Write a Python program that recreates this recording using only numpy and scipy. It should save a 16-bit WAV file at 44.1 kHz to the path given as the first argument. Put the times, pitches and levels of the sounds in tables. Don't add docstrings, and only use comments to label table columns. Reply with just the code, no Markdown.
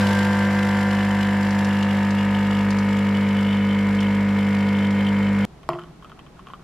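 import sys
import numpy as np
from scipy import signal
from scipy.fft import rfft, irfft, next_fast_len
from scipy.io import wavfile

SR = 44100
rng = np.random.default_rng(int(sys.argv[2]) if len(sys.argv) > 2 else 0)


def unload_audio(sound):
    columns = np.transpose(np.atleast_2d(sound))
    steps = np.round(np.clip(columns, -1, 1) * 32767)
    wavfile.write(sys.argv[1], SR, steps.astype(np.int16))


N = 292383
T = np.arange(N) / SR
EARS = np.array([[1], [-1]])

MAINS_HZ = 50.017
CUT_S, CUTOFF_HZ = 5.4513, 14800
FUNDAMENTAL_DB, ROOM_DB = -46.5, -46
SETTLE_S = 0.32
GURGLE_ATTACK_S, GURGLE_RELEASE_S = 0.019, 0.088
STREAM_DB = -48
GUSH_ATTACK_S, GUSH_RELEASE_S = 0.02, 0.04
TRICKLE_DB = -70
SMALL_BUBBLES_PER_S, SMALL_BUBBLE_DB, SMALL_SPREAD_DB = 30, 16, 2
SMALL_BUBBLE_HZ, SMALL_SPREAD_OCTAVES = 1180, 0.15

# time_s, closeness_0_to_1
APPROACH = [(0, 0.12), (1.7, 0.43), (2.8, 0.66), (3.6, 0.82), (5.4, 0.86)]
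# freq_hz, side_minus_mid_db
MACHINE_WIDTH = [(60, -52), (130, -45), (300, -14), (700, -16.5), (1400, -9), (2900, -8.5), (5000, -6),
                 (7000, -2), (9500, 2.5), (13000, 5)]
# freq_hz, side_minus_mid_db
TABLE_WIDTH = [(60, -21), (110, -27), (200, -12), (370, -5), (670, -8), (1230, -2), (2240, -5), (4100, 0),
               (7490, 0.5), (13700, 6)]
# settled_far_db, start_gain_db, near_gain_db
DRONE_LEVELS = (-29, 4.8, -0.3)
# settled_far_db, start_gain_db, near_gain_db
HUM_LEVELS = (-21, 1.5, 1.9)
# settled_far_db, start_gain_db, near_gain_db
CLATTER_LEVELS = (-35.5, 4, -0.76)
# settled_far_db, start_gain_db, near_gain_db
HISS_LEVELS = (-39.5, 6, -9.5)
# stroke_rate_multiple, far_db, near_gain_db
WEAK_PARTIALS = [(3, -40.5, 1), (5, -46.5, 6.5), (6, -43.5, 4)]
# freq_hz, width_hz, peak_db, loudest_closeness_0_to_1, off_lobe_loss_db
PANELS = [(349.6, 13, -39.5, 0.19, 8), (446.4, 36, -38, 0.76, 14.5), (504, 9.7, -28, .0, 11.5),
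          (549.3, 17, -42, 0.54, 2), (600, 23, -37.5, 0, 19), (700, 22, -41.5, 0.22, 9),
          (750, 10, -40, 0.29, 15.5), (893, 17, -37, 0.54, 19), (955.5, 5.8, -36.5, 0.5, 2),
          (997.8, 5.7, -34.5, 0.15, 7), (1143, 47, -42.5, 0.19, 11), (1249, 51, -43, 0.61, 13.5),
          (1400, 20, -41, 0.21, 34), (1452, 11, -45, 1, 12), (1502, 70, -50, 1, 2),
          (1700, 12, -39.5, 0.46, 11), (1767, 39, -37, 0.26, 23), (1850, 64, -44, 0.37, 3),
          (2054, 34, -39.5, 0.23, 17), (2107, 36, -43, 0.85, 24), (2220, 51, -41.5, 0.75, 9.5),
          (2700, 17, -50, 0.44, 9)]
# freq_hz, relative_db_per_hz
CLATTER_SPECTRUM = [(25, -19.5), (60, 1), (200, -2), (370, -3.5), (480, 3.5), (800, -1), (930, 4),
                    (1080, -1.5), (1700, -0.5), (2200, -1.5), (2550, -5), (3300, -17), (4200, -18.5),
                    (8000, -53)]
# freq_hz, relative_db_per_hz
HISS_SPECTRUM = [(800, -27), (2500, 2), (3000, 7.5), (4000, -1.5), (5400, -2), (6200, -8), (7400, -6),
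                 (8400, -8.5), (9600, -11), (11200, -7.5), (12800, -11.5), (13600, -20), (15000, -33)]
# freq_hz, width_hz, relative_db
SPOUT_MODES = [(3970, 70, -1.5), (4600, 130, -3), (5100, 110, -4.5), (5720, 110, -4), (7100, 130, -3.5),
               (7520, 64, -5), (11050, 60, -8), (12500, 200, -9)]
# freq_hz, width_hz, start_db
LOOSE_PARTS = [(209, 14, -41), (455, 59, -79), (904, 10.4, -34), (1576, 36, -31)]
# start_s, length_s, level_db, pitch_hz
GURGLES = [(0.916, 0.36, -42.5, 2985), (1.676, 0.28, -42.5, 2833), (2.132, 0.23, -41, 2852),
           (2.441, 0.167, -38.5, 2890), (3.129, .7, -40.5, 2976), (3.918, 0.1193, -40.5, 3050),
           (4.347, 0.2866, -44, 3045), (4.732, 0.35, -41.5, 3074)]
# freq_hz, relative_db_per_hz
SPRAY_SPECTRUM = [(2000, -36.5), (2600, -7), (3000, -0.5), (3500, -2.5), (4200, -24), (6000, -28)]
# start_s, peak_db
SPITS = [(0.1087, -43), (1.507, -35), (1.6467, -34), (1.8267, -35.5), (2.1066, -36.5), (2.185, -43),
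         (2.7055, -31.5), (2.7862, -34), (3.9495, -41), (4.0041, -36.5), (4.907, -42)]
# freq_hz, relative_db_per_hz
SPIT_SPECTRUM = [(2000, -18), (4200, 6), (6000, 1.5), (9000, -8), (13000, -23), (15000, -24)]
# freq_hz, relative_db_per_hz
ROOM_SPECTRUM = [(20, -14), (35, -3), (50, -6), (65, -2), (95, -18), (135, -1), (175, -1.5), (230, -9.5),
                 (380, -9.5), (550, -18), (800, -16), (1650, -26), (3760, -31.5), (9500, -41.5),
                 (14000, -45)]
# start_s, bubble_db, bubble_hz, splash_db
PLOPS = [(5.632, -36, 1110, -45), (5.702, -30, 1290, -37), (5.733, -36, 1950, -36), (5.751, -30, 1090, -46),
         (5.7875, -24, 1250, -44), (5.794, -35, 1000, -42), (5.817, -34, 1310, -47),
         (5.837, -31, 1120, -48), (6.025, -35, 1100, -49), (6.046, -28.5, 1220, -47),
         (6.097, -39, 1080, -49), (6.118, -31, 1240, -49), (6.192, -34, 1100, -41), (6.265, -37, 1110, -50),
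         (6.393, -31.5, 1090, -49), (6.470, -29.5, 1110, -42.5), (6.486, -36, 1190, -52),
         (6.5014, -29.5, 1050, -45), (6.5355, -23, 1160, -42.5)]
# freq_hz, relative_db_per_hz
SPLASH_SPECTRUM = [(900, 1), (1500, 6), (2100, -4), (2700, 6), (3250, 7), (3900, -21),
                   (7000, -25), (14000, -27)]
# start_s, length_s, patter_db
GUSHES = [(5.73, 0.15, -57), (6.009, .11, -59), (6.157, .04, -59), (6.36, .04, -60), (6.457, .09, -56),
          (6.595, 0.031, -57)]
# freq_hz, width_hz, relative_db
MUG_MODES = [(1110, 140, 4), (1310, 150, 12), (1540, 200, -3), (2630, 350, -11), (3070, 240, -6.5)]
# start_s, relative_db, favoured_hz
KNOCKS = [(5.69, -10, 950), (5.722, -23, 750), (5.7337, -21, 330), (5.756, -25.5, 674)]
# freq_hz, relative_db, t60_s
KNOCK_MODES = [(139, -16.5, 0.39), (162.5, -21, 0.77), (352, -11, 0.28), (417, -14.5, 0.14),
               (644, -5, 0.11), (717, -8, 0.12), (712, -14, 0.13), (800, 1.5, 0.0087), (915, -13, 0.036),
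               (960, -23, .03), (1075, 4.5, .012), (1166, -13, 0.082), (1240, -15, 0.028),
               (1380, -27, 0.13), (1900, -23, .15), (2013, -34, 0.13)]
# freq_hz, relative_db_per_hz
CRACK_SPECTRUM = [(500, 9), (1500, 12), (3500, 0), (6000, -1.5), (10000, -8), (14000, -5)]


def from_db(db):
    return 10 ** (np.asarray(db) / 20)


def rms_one(x):
    return x / np.sqrt(np.mean(x ** 2) + 1e-20)


def in_time(rows):
    time_s, *columns = np.transpose(rows)
    return [np.interp(T, time_s, column) for column in columns]


def at_hz(points, hz):
    known_hz, values = np.transpose(points)
    return np.interp(np.log(hz + 1), np.log(known_hz), values)


def drift(rate_hz):
    r = np.exp(-80 * np.pi * rate_hz / SR)
    noise = rng.standard_normal(N // 40 + 2002)
    slow = signal.lfilter([1], [1, -2 * r, r * r], noise)[2000:]
    return np.interp(np.arange(N) / 40, np.arange(len(slow)), rms_one(slow))


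def resonance(x, hz, width_hz):
    r = np.exp(-np.pi * width_hz / SR)
    zeros = np.array([1, 0, -1]) * (1 - r * r) / 2
    poles = [1, -2 * r * np.cos(2 * np.pi * hz / SR), r * r]
    return signal.lfilter(zeros, poles, x + 1e-18)


def ring(hits, hz, t60_s):
    r, w = from_db(-60 / (t60_s * SR)), 2 * np.pi * hz / SR
    return signal.lfilter([0, np.sin(w)], [1, -2 * r * np.cos(w), r * r], hits + 1e-18)


def band(x, low_hz, high_hz):
    sos = signal.butter(2, [low_hz, min(high_hz, 0.45 * SR)], "band", fs=SR, output="sos")
    return signal.sosfilt(sos, x + 1e-18)


def stereo_noise(spectrum, width):
    size = next_fast_len(N)
    hz = np.arange(size // 2 + 1) * SR / size
    mid, side = rfft(rng.standard_normal((2, size))) * from_db(at_hz(spectrum, hz))
    spread = from_db(at_hz(width, hz))
    both = (mid + spread * side * EARS) / np.sqrt(1 + spread ** 2)
    return rms_one(irfft(both, size)[:, :N])


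def clicks(times_s, levels_db):
    out = np.zeros(N)
    out[np.round(np.asarray(times_s) * SR).astype(int)] = from_db(levels_db)
    return out


def dying(x, t60_s):
    return signal.lfilter([1], [1, -from_db(-60 / (t60_s * SR))], x + 1e-18)


def stroke_gate(peak_turn, depth_db, uneven_db):
    turn = T * MAINS_HZ - peak_turn
    strength = rng.standard_normal(int(turn[-1]) + 4)[np.round(turn).astype(int) + 1]
    swell = ((1 + np.cos(2 * np.pi * turn)) / 2) ** 2
    return rms_one(from_db(swell * (depth_db + uneven_db * strength)))


def bouts(rows, attack_s, release_s, between_db):
    gain = from_db(between_db) * np.ones(N)
    for start_s, length_s, level_db, *_ in rows:
        rise = (T - start_s) / attack_s
        fall = 1 - (T - start_s - length_s) / release_s
        gain = np.maximum(gain, from_db(level_db) * np.clip(np.minimum(rise, fall), 0, 1))
    return gain


def kitchen(x, t60_s, dull_hz):
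    age_s = T[:SR // 2]
    noise = band(rng.standard_normal((2, SR // 2)), 150, dull_hz)
    mid, side = noise * from_db(-60 * age_s / t60_s)
    tail = (mid + 0.087 * side * EARS) * np.minimum(age_s / 0.0034, 1)
    tail = tail / np.sqrt(np.sum(tail ** 2) / 2)
    return signal.fftconvolve(x[None], tail, axes=1)[:, :N]


def pump_level(levels_db, closeness):
    settled_db, start_db, near_db = levels_db
    return settled_db + start_db * np.exp(-T / SETTLE_S) + near_db * closeness


def hum(closeness, sway_db, ear_turn, beat_s, trough_s, beat_db):
    def partial(multiple, db, apart_turn=0):
        turns = multiple * MAINS_HZ * T + rng.random() + apart_turn * EARS
        return from_db(db) * np.sqrt(2) * np.cos(2 * np.pi * turns)

    beat = -beat_db * np.cos(2 * np.pi * (T - trough_s) / beat_s)
    body = partial(1, FUNDAMENTAL_DB + beat)
    body = body + partial(2, pump_level(DRONE_LEVELS, closeness))
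    body = body + partial(4, pump_level(HUM_LEVELS, closeness), ear_turn)
    for multiple, far_db, near_db in WEAK_PARTIALS:
        body = body + partial(round(multiple), far_db + near_db * closeness + sway_db * drift(1.9))
    return body


def housing(closeness, lobe, strike_turn, scatter_turn, rough, end_multiple):
    hz, width_hz, db, best, lost_db = np.transpose(PANELS)[:, :, None]
    path = np.linspace(0, 1, 40)
    heard = from_db(db - lost_db * (1 - np.exp(-((path - best) / lobe) ** 2)))
    out, lag_turn = 0, 0
    for multiple in range(7, end_multiple):
        response = 1 / (1 + (2 * (multiple * MAINS_HZ - hz) / width_hz) ** 2)
        gain = np.sqrt(np.sum(heard ** 2 * response ** 1.04, axis=0))
        lag_turn += strike_turn + scatter_turn * rng.standard_normal()
        tone = np.cos(2 * np.pi * (multiple * MAINS_HZ * T - lag_turn))
        out = out + np.interp(closeness, path, gain) * tone
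    return np.sqrt(2) * out * (1 + rough * drift(48))


def clatter(closeness):
    level_db = pump_level(CLATTER_LEVELS, closeness) + 1.5 + 0.51 * drift(8.7)
    noise = stereo_noise(CLATTER_SPECTRUM, MACHINE_WIDTH)
    return from_db(level_db) * noise * stroke_gate(0.42, 1.7, 0.87)


def spout(noise, ring_db):
    rings = sum(from_db(db) * rms_one(resonance(noise, hz, width_hz)) for hz, width_hz, db in SPOUT_MODES)
    return rms_one(noise + from_db(ring_db) * rms_one(rings))


def hiss(closeness):
    level_db = pump_level(HISS_LEVELS, closeness) + 1 + 0.5 * drift(11)
    noise = spout(stereo_noise(HISS_SPECTRUM, MACHINE_WIDTH), ring_db=-12)
    return from_db(level_db) * noise * stroke_gate(0.61, 5.8, 2.3)


def loose_parts(settle_s):
    shake = rng.standard_normal(N) * stroke_gate(0.63, 10, 1)
    out = 0
    for hz, width_hz, db in LOOSE_PARTS:
        swing = rms_one(resonance(shake, hz, width_hz))
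        limited = np.tanh(2 * swing)
        out = out + from_db(db) * rms_one(resonance(limited, hz, 2 * width_hz))
    return np.exp(-T / settle_s) * out * from_db(2 * np.tanh(drift(31)))


def coffee_stream(wander_hz, burst_db, ping_turn, spray_db):
    pitch_hz, = in_time([(start_s + length_s / 2, pitch) for start_s, length_s, _, pitch in GURGLES])
    wavering_hz = pitch_hz + wander_hz * drift(70)
    ping = np.sqrt(2) * np.cos(2 * np.pi * np.cumsum(wavering_hz) / SR)
    spray = from_db(spray_db) * stereo_noise(SPRAY_SPECTRUM, MACHINE_WIDTH)
    spurts = stroke_gate(ping_turn, 8, 2) * from_db(burst_db * np.tanh(drift(32)))
    flow = bouts(GURGLES, GURGLE_ATTACK_S, GURGLE_RELEASE_S, STREAM_DB)
    return flow * rms_one((ping + spray) * spurts)


def spits(t60_s):
    start_s, db = np.transpose(SPITS)
    return dying(clicks(start_s, db), t60_s) * stereo_noise(SPIT_SPECTRUM, MACHINE_WIDTH)


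def machine():
    closeness, = in_time(APPROACH)
    body = hum(closeness, sway_db=-0.7, ear_turn=0.0038, beat_s=1.47, trough_s=0.37, beat_db=4)
    buzz = housing(closeness, lobe=0.33, strike_turn=0.44, scatter_turn=0.2613, rough=0.068, end_multiple=64)
    noises = clatter(closeness) + hiss(closeness) + loose_parts(settle_s=1.24)
    coffee = coffee_stream(wander_hz=50, burst_db=6.5, ping_turn=0.59, spray_db=-2) + spits(t60_s=0.054)
    return body + (buzz + noises + coffee) * from_db(0.3 * EARS)


def room_tone():
    return from_db(ROOM_DB) * stereo_noise(ROOM_SPECTRUM, TABLE_WIDTH)


def gush_bubbles(count):
    rows = []
    for start_s, length_s, patter_db in GUSHES:
        ages_s = (np.arange(count) + rng.random(count)) / SMALL_BUBBLES_PER_S
        for age_s, (size, pitch) in zip(ages_s, rng.standard_normal((count, 2))):
            if age_s < length_s and start_s + age_s < T[-1]:
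                hz = SMALL_BUBBLE_HZ * 2 ** (SMALL_SPREAD_OCTAVES * pitch)
                db = patter_db + SMALL_BUBBLE_DB + SMALL_SPREAD_DB * size
                rows.append((start_s + age_s, db, hz))
    return rows


def bubble_tones(trim_db, cycles, rise_per_s, swell_s):
    out, age_s = np.zeros(N), T[:SR // 20]
    for start_s, db, hz, *_ in PLOPS + gush_bubbles(count=8):
        decay = from_db(db + trim_db - 60 * age_s * hz / cycles)
        tone = np.sin(2 * np.pi * hz * age_s * (1 + rise_per_s * age_s)) * decay
        start = round(start_s * SR)
        out[start:start + len(age_s)] += (tone * (1 - np.exp(-age_s / swell_s)))[:N - start]
    return out


def splashes(trim_db):
    start_s, _, _, db = np.transpose(PLOPS)
    return dying(clicks(start_s, db + trim_db), 0.012) * stereo_noise(SPLASH_SPECTRUM, TABLE_WIDTH)


def patter(drops_per_s):
    drops = (rng.random(N) < drops_per_s / SR) * rng.standard_normal(N)
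    rings = sum(from_db(db) * resonance(drops, hz, width_hz) for hz, width_hz, db in MUG_MODES)
    return bouts(GUSHES, GUSH_ATTACK_S, GUSH_RELEASE_S, TRICKLE_DB) * rms_one(rings)


def milk():
    bubbles = bubble_tones(trim_db=-0.5, cycles=18, rise_per_s=2.7, swell_s=0.00026)
    splash = splashes(trim_db=4.5)
    reflections = from_db(-9.5) * kitchen(bubbles + splash[0], t60_s=0.073, dull_hz=5100)
    return bubbles + splash + patter(drops_per_s=2100) + reflections


def knock(focus_db, contact_hz, click_db, click_t60_s):
    start_s, db, favoured_hz = np.transpose(KNOCKS)
    body = 0
    for k, (hz, mode_db, t60_s) in enumerate(KNOCK_MODES):
        away_octaves = np.minimum(np.abs(np.log2(hz / favoured_hz)), 1)
        hits = clicks(start_s, db + mode_db - focus_db * away_octaves)
        body = body + (-1) ** k * ring(hits, hz, t60_s)
    body = signal.sosfilt(signal.butter(2, contact_hz, fs=SR, output="sos"), body)
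    crack = dying(clicks(start_s[:1], click_db), click_t60_s) * stereo_noise(CRACK_SPECTRUM, MACHINE_WIDTH)
    return body + crack + from_db(-13.5) * kitchen(body + crack[0], t60_s=0.4, dull_hz=8000)


def scene():
    bump = knock(focus_db=7.5, contact_hz=1900, click_db=-19.5, click_t60_s=0.006)
    table = room_tone() + milk() + bump
    return np.where(T < CUT_S, machine(), table)


def record(dry):
    return signal.sosfilt(signal.cheby2(14, 60, CUTOFF_HZ, fs=SR, output="sos"), dry)


dry = scene()
out = record(dry)
unload_audio(out)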